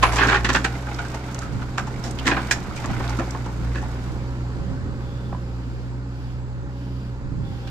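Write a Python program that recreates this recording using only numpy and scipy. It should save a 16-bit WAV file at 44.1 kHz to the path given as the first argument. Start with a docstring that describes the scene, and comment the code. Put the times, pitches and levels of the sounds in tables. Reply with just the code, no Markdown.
"""Excavator tearing up a wooden house.

A compact excavator's diesel runs steadily, slightly right: exhaust hum, pump whine, fan roar, valve hiss.
Under its grapple fibres snap and boards ring and thud; splinters and rubble clatter and die away.
The house wall throws the blows back. Light wind rumbles on the two microphone ports."""
import sys
import numpy as np
from scipy import signal
from scipy.fft import rfft, irfft
from scipy.io import wavfile
from scipy.ndimage import uniform_filter1d

SR = 44100
rng = np.random.default_rng(int(sys.argv[2]) if len(sys.argv) > 2 else 0)


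def to_wav(sig):
    """Store sig (one row per channel, or 1-D mono) as 16-bit WAV at the path in sys.argv[1].

    Samples outside -1..1 are clipped; the rate is SR.
    """
    pcm = np.clip(np.atleast_2d(sig), -1, 1) * 32767
    pcm = np.round(pcm).astype(np.int16)
    wavfile.write(sys.argv[1], SR, pcm.T)  # frames by channels


N = 339570

# wind gusts (peak time [s], level [dB])
GUSTS = [(0.021, -45), (1.558, -26), (1.97, -37), (2.6, -40), (2.74, -31), (2.93, -25.5), (3.6, -31.5),
         (4.11, -29), (4.6, -31), (4.72, -30), (4.85, -29), (4.96, -37), (7.06, -48), (7.27, -31.5),
         (7.38, -34.5), (7.45, -32), (7.55, -34.5)]
# fan roar and valve noise (frequency [Hz], left-right coherence [0..1])
MACHINE_COHERENCE = [(60, 0.96), (250, 1), (700, 0.99), (1500, 0.57), (4000, 0.09), (12000, 0.15)]
# board modes (frequency [Hz], width [Hz], level [dB])
BOARD_MODES = [(348, 30, 4), (766, 196, 7), (807, 81, 10.5), (1025, 121, 6.5), (1327, 110, 3.5),
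               (1607, 133, 7), (2000, 410, -1), (2295, 254, 5.5), (3330, 4200, -5)]
# spectrum of the smallest splinters (frequency [Hz], level [dB])
GRIT_SPECTRUM = [(1500, -23), (3000, 4.5), (5000, 6), (7000, 3.5), (8500, 1.5), (9800, -9), (12000, -5),
                 (14400, -11)]


def gain_of(db):
    return 10 ** (np.asarray(db) / 20)


def unit_rms(x):
    return x / np.sqrt(np.mean(x ** 2) + 1e-20)


def at_hz(points, hz):
    f, value = np.transpose(points)
    return np.interp(np.log(hz + 1), np.log(f + 1), value)


def curves(rows):
    times_s, *columns = np.transpose(rows)
    return [np.interp(np.arange(N) / SR, times_s, column) for column in columns]


def add(mix, start_s, sound):
    part = mix[:, round(start_s * SR):][:, :sound.shape[1]]
    part += sound[:, :part.shape[1]]


def wander(top_hz):
    """Random drift of rms 1 over the decade below top_hz."""
    t = np.arange(0, N + 64, 64) / SR
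    rates_hz = np.geomspace(.1 * top_hz, top_hz, 16)
    drift = sum(np.sin(2 * np.pi * (hz * t + rng.random())) / np.sqrt(hz) for hz in rates_hz)
    return np.repeat(unit_rms(drift), 64)[:N]


def noise(spectrum, coherence, patchy_db):
    """Stereo noise of rms 1 with drifting spectral patches."""
    frames, hz = N // 256 + 5, np.fft.rfftfreq(1024, 1 / SR)
    a, b, c, d, patches = rng.standard_normal((frames, 513, 5)).T
    patches = unit_rms(uniform_filter1d(uniform_filter1d(patches, size=8, axis=0), size=8, axis=1))
    same = np.clip(coherence(hz), 0, 1)[:, None]
    left = a + 1j * b
    right = same * left + np.sqrt(1 - same ** 2) * (c + 1j * d)
    spectra = np.array([left, right]) * gain_of(at_hz(spectrum, hz)[:, None] + patchy_db * patches)
    return unit_rms(signal.istft(spectra, nperseg=1024, noverlap=768)[1][:, :N])


def gust_shapes(rise_s=0.063, fall_s=0.065):
    """One swell and drop of height 1 per gust."""
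    t = np.arange(N) / SR
    return np.array([np.exp(-np.maximum((s - t) / rise_s, (t - s) / fall_s)) for s, _ in GUSTS])


def wind():
    """Lumpy, gusting rumble that strikes the right port harder."""
    # rumble (frequency [Hz], density [dB])
    spectrum = [(20, 1), (40, 13.5), (100, 12.5), (200, 9), (350, -1.5), (700, -64)]
    # breeze between gusts (time [s], level [dB])
    breeze = [(0, -36), (1.4, -57), (1.55, -39.5), (5.6, -39), (6.1, -57), (6.3, -40.5), (7.7, -40)]
    gusting = gain_of([db for _, db in GUSTS]) @ gust_shapes()
    strength = np.hypot(gain_of(curves(breeze)[0]), gusting)
    lumps_db, side_db = 1.3 * wander(25), np.array([[-2.75], [2.75]])
    return strength * gain_of(lumps_db + side_db) * noise(spectrum, lambda f: .5 + 0 * f, patchy_db=1.5)


def valve_hiss():
    """Oil hisses through the valves as the arm moves; a nearly shut valve whistles."""
    # open valve (frequency [Hz], density [dB])
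    hiss_spectrum = [(1500, -13), (2800, 2.5), (3500, -1.5), (4000, -5), (4900, 1), (5400, -5), (7600, -25),
                     (9000, -19)]
    # hisses (start [s], length [s], level [dB])
    hisses = [(3.9, 0.9, -59), (4.94, 1, -58), (6.115, 0.25, -55), (6.724, 0.4, -55.5),
              (7.451, 0.41, -53.5)]
    # nearly shut valve (frequency [Hz], density [dB])
    whistle_spectrum = [(2800, -28), (3300, -1), (3550, 4), (3800, -12), (4300, -27)]
    # whistles (start [s], length [s], level [dB])
    whistles = [(5.0, .36, -59.5), (7.43, .4, -59)]
    t = np.arange(N) / SR

    def flow(openings, spectrum, ramp_s, patchy_db):
        level = sum(gain_of(db) * np.clip(np.minimum(t - s, s + length_s - t) / ramp_s + .5, 0, 1)
                    for s, length_s, db in openings)
        return level * noise(spectrum, lambda f: at_hz(MACHINE_COHERENCE, f), patchy_db)

    hiss = flow(hisses, hiss_spectrum, ramp_s=.16, patchy_db=1)
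    return hiss + flow(whistles, whistle_spectrum, ramp_s=.04, patchy_db=2)


def fan_roar(firing_rad):
    """Casing and fan noise, throbbing a little with each firing."""
    # roar (frequency [Hz], density [dB])
    spectrum = [(20, -1.5), (100, -1.5), (270, -2.5), (450, -7), (640, -16.5), (900, -12), (1200, -16),
                (1400, -14), (2000, -22.5), (3300, -30), (4900, -28.5), (5500, -34.5), (7600, -32.5),
                (8600, -45.5), (14400, -53.5)]
    # roar as the hydraulics work (time [s], level [dB])
    levels = [(0, -35), (3.9, -35.5), (4.6, -35.5), (5.3, -38), (6, -39.5), (6.8, -40.5), (7.3, -40),
              (7.7, -38)]
    throb = 1 + .1 * np.cos(firing_rad)
    roar = noise(spectrum, lambda f: at_hz(MACHINE_COHERENCE, f), patchy_db=1)
    return gain_of(curves(levels)[0]) * throb * roar


def exhaust(firing_rad, first_db):
    """Two firing harmonics; their phase drifts between the ports and their level dips at each gust."""
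    first_light_load_db, second_light_load_db, gust_dip_db = -32, -31.5, -1.5
    drift_rad = np.array([.45 * wander(3.9), np.zeros(N)])
    second_db = second_light_load_db + 0.34 * (first_db - first_light_load_db) + 0.83 * wander(6)
    first = gain_of(first_db) * np.sin(firing_rad + drift_rad)
    second = gain_of(second_db) * np.sin(2 * firing_rad + 1.6 + drift_rad)
    return (first + second) * gain_of(gust_dip_db * gust_shapes().max(0))


def whine(firing_rad):
    """Weak engine tones, shaken by uneven firing, and clean tones of the nine-piston pump."""
    # tones (multiple of firing rate [1], level [dB], waver [dB])
    partials = [(2.5, -52.5, 2.5), (3, -47.5, -3), (3.45, -51, -0.5), (4.41, -46.5, 2), (9, -55, 1.2),
                (13.3, -65, -6)]
    # pump whine under pressure (time [s], boost [dB])
    pump_boost = [(3.8, 3), (4.5, 4.5), (5.1, 6), (5.9, -3), (7, 1.5)]
    boost_db, = curves(pump_boost)
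    out = np.zeros(N)
    for multiple, db, waver_db in partials:
        is_pump = multiple > 8.5
        level = gain_of(db + is_pump * boost_db + waver_db * wander(8))
        phase_rad = multiple * firing_rad + 2 * np.pi * rng.random()
        shake_rad = (0 if is_pump else .65) * wander(30)
        out += level * np.sin(phase_rad + shake_rad)
    return out


def excavator(left_lag_samples=8):
    """Diesel and hydraulics under changing load, louder and earlier at the right port."""
    # engine load (time [s], firing rate [Hz], first exhaust tone [dB])
    load = [(0.0, 58.24, -23.5), (0.49, 59.14, -26.5), (0.79, 62.23, -33.5), (1.93, 62, -38.5),
            (2.06, 61.5, -34), (2.44, 60.68, -31), (2.7, 61.95, -40.5), (3.13, 59.1, -27.5),
            (3.3, 61.1, -32), (3.5, 59.37, -33), (3.67, 59.54, -23), (3.86, 60.4, -31), (4.16, 61.13, -31),
            (5.32, 61.46, -33.5), (5.57, 58.9, -31), (5.81, 61.34, -34), (7.23, 61.98, -35),
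            (7.7, 59.64, -35)]
    firing_hz, first_db = curves(load)
    firing_rad = 2 * np.pi * np.cumsum(firing_hz * (1 + 0.0067 * wander(17))) / SR
    tones = exhaust(firing_rad, first_db) + whine(firing_rad)
    rush = fan_roar(firing_rad) + valve_hiss()
    left, right = np.sqrt(2) * tones * gain_of([[-.7], [.7]]) + rush * gain_of([[-.8], [.8]])
    return np.array([np.roll(left, left_lag_samples), right])


def wood_at_ports(spectra, hz, right_lag_samples=2):
    """Two unrelated spectra become a stereo pair, alike in the bass and apart in the treble."""
    # wood (frequency [Hz], left-right coherence [0..1])
    coherence = [(300, 1), (1000, 0.83), (2000, 0.33), (4000, 0.092), (8000, 0.048)]
    # wood (frequency [Hz], left minus right [dB])
    balance = [(60, -7), (130, 1), (280, -0.5), (620, 5), (1340, -4.5), (2930, -3.5), (6370, -6),
               (9000, -0.5), (13800, -5.5)]
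    same, lean = np.clip(at_hz(coherence, hz), 0, 1), gain_of(at_hz(balance, hz) / 2)
    delay = np.exp(-2j * np.pi * hz * right_lag_samples / SR)
    right = same * spectra[0] + np.sqrt(1 - same ** 2) * spectra[1]
    return np.array([lean * spectra[0], right / lean * delay])


def wall_echo(wood):
    """Sparse reflections, each band dying at its own rate; three tails crossfade as the blows move."""
    # house and yard (frequency [Hz], T60 [s])
    decay = [(300, 0.49), (1000, 0.22), (3000, 0.19), (8000, 0.22)]
    out, crossfade_rad = np.zeros((2, N)), np.pi * np.arange(N) / SR * 3.7
    for k in range(3):
        taps = np.zeros((2, SR // 2))
        delays = np.arange(200, SR // 2 - 20, 20) + rng.integers(0, 20, (2, (SR // 2 - 201) // 20))
        np.put_along_axis(taps, delays, rng.choice([-1., 1.], delays.shape), 1)
        hz, t, spectra = signal.stft(taps, SR, nperseg=256)
        t60_s = np.clip(at_hz(decay, hz), .03, 2)[:, None]
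        spectra = wood_at_ports(spectra, hz[:, None]) * gain_of(-60 * t / t60_s)
        tail = signal.istft(spectra, SR, nperseg=256)[1]
        send = np.sqrt(2 / 3) * np.cos(crossfade_rad + k * np.pi / 3) * wood.mean(0)
        out += signal.fftconvolve(send[None], tail / np.linalg.norm(tail[0]), axes=1)[:, :N]
    return out


def sizzle(start_s=0.0082, rise_s=0.032, fade_s=0.14, level_db=-42.5):
    """Thin, patchy hiss while the first boards tear."""
    # narrow treble band (frequency [Hz], density [dB])
    spectrum = [(9800, -30), (10500, -1), (11000, 5), (11600, -16), (12500, -32)]
    t = np.maximum(np.arange(N) / SR - start_s, 0)
    envelope = np.minimum(t / rise_s, 1) * np.exp(-(t / fade_s) ** 2)
    return gain_of(level_db) * envelope * noise(spectrum, np.zeros_like, patchy_db=-1)


def board_response(hz, mode_scale, ring_hz, hollow_db):
    """Board modes scaled by its size; a hollow blow lifts the struck mode and mutes the rest."""
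    hollow_db = max(hollow_db, 0)
    struck = np.argmin([abs(np.log(mode[0] * mode_scale / ring_hz)) for mode in BOARD_MODES])
    half_width_hz = ring_hz / (12 + hollow_db)
    out = (-1.) ** struck * gain_of(.8 * hollow_db - 7) / (1 + 1j * (hz - ring_hz) / half_width_hz)
    for k, (mode_hz, width_hz, db) in enumerate(BOARD_MODES):
        scaled_hz, damped_width_hz = mode_hz * mode_scale, max(width_hz, .11 * mode_hz)
        mute_db = -min(hollow_db, 15) * abs(np.log2(scaled_hz / ring_hz))
        out += (-1) ** k * gain_of(db + mute_db) / (1 + 2j * (hz - scaled_hz) / damped_width_hz)
    return out / (1 + 1j * hz / (3.15 * ring_hz)) ** 2


def rubble(board_sizes=16, hits_per_size_hz=35, settle_s=0.32):
    """Small pieces knock and snap at random, a few of them loudly, then come to rest."""
    # tearing fibres and sliding rubble (time [s], knock level [dB])
    slide = [(0.0, -33.5), (0.05, -26.5), (0.27, -28.5), (0.44, -39.5), (0.62, -38), (0.99, -37.5),
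             (1.7, -47), (2.19, -40.5), (2.41, -33.5), (2.65, -41), (3.04, -33.5), (3.5, -46), (3.91, -45),
             (4.4, -48)]
    usual_knocks_db, usual_snaps_db = -43, -53
    knocks_db, = curves(slide)
    snaps_db = usual_snaps_db + 0.56 * (knocks_db - usual_knocks_db)
    settling = np.clip((slide[-1][0] - np.arange(N) / SR) / settle_s, 0, 1)
    hz = np.fft.rfftfreq(4096, 1 / SR)
    knocks, snaps = np.zeros((2, 2, N))
    for _ in range(board_sizes):
        strength = gain_of(3.3 * np.minimum(rng.exponential(1, N), 5)) * rng.choice([-1, 1], N)
        burst = wood_at_ports(rfft(rng.standard_normal((2, 4096)) * np.exp(-np.arange(4096) / 380)), hz)
        board = board_response(hz, rng.uniform(0.792, 0.96), rng.uniform(800, 1900), hollow_db=0)
        for layer, response in (knocks, board), (snaps, gain_of(at_hz(GRIT_SPECTRUM, hz))):
            piece = unit_rms(irfft(burst * response)[:, :2048])
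            hits = strength * (rng.random(N) < hits_per_size_hz / SR)
            add(layer, 0, signal.oaconvolve(hits[None], piece, axes=1))
    return settling * (gain_of(knocks_db) * unit_rms(knocks) + gain_of(snaps_db) * unit_rms(snaps))


def splinter(peak_db, pitch_hz, rise_s=.0005, fade_s=.0035):
    """A splinter flies off: a bright snap that favours its own pitch."""
    t, hz = np.arange(2048) / SR, np.fft.rfftfreq(2048, 1 / SR)
    resonance = 1 / (1 + 2j * (hz - pitch_hz) / (.3 * pitch_hz))
    colour = gain_of(at_hz(GRIT_SPECTRUM, hz)) * (gain_of(-12) + resonance)
    burst = rng.standard_normal((2, len(t))) * (1 - np.exp(-t / rise_s)) * np.exp(-t / fade_s)
    snap = irfft(wood_at_ports(rfft(burst), hz) * colour)
    return gain_of(peak_db) * snap / abs(snap).max()


def crack(level_db, ring_hz, treble_db, thud_db, length_s):
    """A flurry of snapping fibres rings the board, spits treble and, in heavy falls, thuds."""
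    # splintering treble (frequency [Hz], level [dB])
    spit_spectrum = [(900, -1.5), (1800, 8), (3000, 2), (5000, 5.5), (7000, 5.5), (8500, -1.5), (9800, -10),
                     (11000, -13.5), (14400, -17)]
    t, hz = np.arange(8192) / SR, np.fft.rfftfreq(8192, 1 / SR)
    white = rng.standard_normal((3, len(t)))
    length_s = np.clip(length_s, .003, .06)
    flurry = (1 - np.exp(-t / (0.2516 * length_s))) * np.exp(-(t / length_s) ** 0.89)
    bundles_db = 3.5 * unit_rms(uniform_filter1d(white[2, ::-1], size=60))  # fibres go in bundles
    fibres = flurry * white[:2] * gain_of(4.2 * white[2] + bundles_db)
    spray = wood_at_ports(rfft(fibres), hz)
    shortness = max(np.log2(.009 / length_s), 0)  # halvings below 9 ms
    fibres[:, flurry.argmax()] += 2 * shortness * np.linalg.norm(fibres[0])  # short: mostly one knock
    blow = wood_at_ports(rfft(fibres), hz)
    nearest_mode_hz = min((mode[0] for mode in BOARD_MODES), key=lambda f: abs(np.log(f / ring_hz)))
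    hollow_db = 1 - .33 * level_db + 22 * shortness  # soft or short blows ring hollower
    ring = irfft(blow * board_response(hz, ring_hz / nearest_mode_hz, ring_hz, hollow_db))
    spit = irfft(spray * gain_of(at_hz(spit_spectrum, hz)))
    thud = irfft(blow / (1 + 1j * (hz - 260) / 95) ** 2)
    mix = unit_rms(ring) + gain_of(treble_db) * unit_rms(spit) + gain_of(thud_db) * unit_rms(thud)
    return gain_of(level_db) * np.sqrt(np.mean(flurry ** 2)) * mix


def scene():
    """Breaking wood and its echo over the excavator and the wind."""
    # cracks and blows (time [s], level [dB], ring [Hz], treble re ring [dB], thud re ring [dB], length [s])
    cracks = [(0.028, -13.5, 2360, -17, -26, 0.017), (0.031, -2.5, 1026, -14, -43, 0.013),
              (0.129, -23, 950, -4, -2, 0.025), (0.163, -17.5, 1020, -4.5, -29, 0.018),
              (0.182, -10.5, 1730, -21, -18, 0.029), (0.201, -18, 387, -30, -20, 0.033),
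              (0.212, -11, 1437, -21, -30, 0.03), (0.226, -12, 1530, -16, -32, 0.004),
              (0.236, -7.5, 1530, -18, -28, 0.00564), (0.242, -17.5, 1280, -9, -17, 0.012),
              (0.268, -23, 1330, -6, 5, 0.018), (0.286, -10, 1580, -13, -25, 0.022),
              (0.295, -24, 385, -36, -24, 0.071), (0.32, -11, 1370, -15, -42, 0.024),
              (0.331, -12, 1366, -17, -34, 0.014), (0.346, -11, 1700, -14.5, -28, 0.016),
              (0.374, -16, 1880, -22, -30, 0.0042), (0.448, -11, 1788, -9.5, -9, 0.011),
              (0.49, -11, 1690, -9, -8.5, 0.015), (0.531, -29, 1420, 6.5, -19, 0.027),
              (0.548, -8, 1459, -17.5, -10.5, 0.015), (0.647, -10.5, 1570, -7.5, -14, 0.0095),
              (0.871, -26.5, 1390, -18, -20, 0.01), (0.99, -20, 1462, -14, -31, 0.012),
              (1.053, -28, 1560, -10.5, 1, 0.0066), (1.148, -27.5, 912, -3, -19, 0.0075),
              (1.416, -28.5, 1320, -10, -12, 0.027), (1.621, -26.5, 1280, -17, -20, 0.0092),
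              (1.78, -13.5, 1260, -9, -53, 0.01), (1.873, -26, 850, -12, -18, 0.011),
              (1.988, -37, 1310, -25, -25, 0.011), (2.044, -32, 778, 1.5, -17, 0.014),
              (2.055, -35.5, 750, 0, 4, 0.032), (2.19, -26, 2960, -10, -15, 0.0078),
              (2.254, -24, 1940, -6, 5, 0.021), (2.269, -10.5, 2060, -4, -8.5, 0.015),
              (2.283, -14.5, 1024, -26, -7, 0.017), (2.313, -13, 1660, -22, -5.5, 0.019),
              (2.324, -21, 660, -30, -4, 0.012), (2.369, -13.5, 1270, -19, -27, 0.0092),
              (2.5135, -10.5, 2382, -20, -43, 0.0042), (2.5139, -6, 1703, -4, -43, 0.0055),
              (2.524, -16.5, 1667, 1, -43, 0.0075), (2.525, -17, 2370, -10, -41, 0.0045),
              (2.712, -28, 1280, -22, -27, 0.0072), (2.764, -31.5, 2300, -3, -15, 0.017),
              (2.844, -21, 1080, -16, -2, 0.01), (2.934, -26, 1465, -18, -4, 0.0081),
              (3.005, -21.5, 1010, -32, -3, 0.0086), (3.104, -22.5, 880, -13, -2, 0.0078),
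              (3.19, -20, 1230, -14, 5, 0.0075), (3.199, -17.5, 775, -17, -5.5, 0.0086),
              (3.35, -23.5, 1054, -24, -6, 0.0082), (3.461, -27.5, 886, -14, -2, 0.019),
              (3.75, -25.5, 1713, -13, -4, 0.026), (3.817, -29.5, 830, -12, -6, 0.021),
              (5.329, -25.5, 784, -40, -28, 0.0063), (5.331, -28, 1010, -38, -25, 0.00555),
              (5.349, -27.5, 1010, -35, -25, 0.0055), (7.676, -33.5, 2970, -13, -19, 0.0098)]
    # single splinters (time [s], peak [dB], pitch [Hz])
    splinters = [(0.125, -18, 6000), (0.16, -17.5, 6300), (.273, -19.5, 5000), (.5614, -15, 6200),
                 (0.9466, -25, 5000), (1.085, -31, 7500), (1.347, -22, 7300), (1.3912, -22, 6960),
                 (1.4207, -31.5, 6000), (1.976, -39, 5000), (2.0406, -22, 5600), (2.1116, -24.5, 8600),
                 (2.189, -22, 3600), (2.1985, -25, 3100), (2.765, -28.5, 7300), (2.86, -24, 7050),
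                 (3.079, -23, 3800), (3.096, -24.5, 6026), (3.309, -25, 6570)]
    wood = rubble()
    for time_s, *blow in cracks:
        add(wood, time_s - .004, crack(*blow))
    for time_s, peak_db, pitch_hz in splinters:
        add(wood, time_s - .002, splinter(peak_db, pitch_hz))
    return wood + gain_of(-10) * wall_echo(wood) + excavator() + wind() + sizzle()


def record(dry, ceiling=1.1, cutoff_hz=14450):
    """The converter rounds off the loudest peaks; a steep low-pass follows."""
    lowpass = signal.firwin(1023, cutoff_hz, window=("kaiser", 8), fs=SR)
    return signal.oaconvolve(ceiling * np.tanh(dry / ceiling), lowpass[None], "same")


dry = scene()
out = record(dry)
to_wav(out)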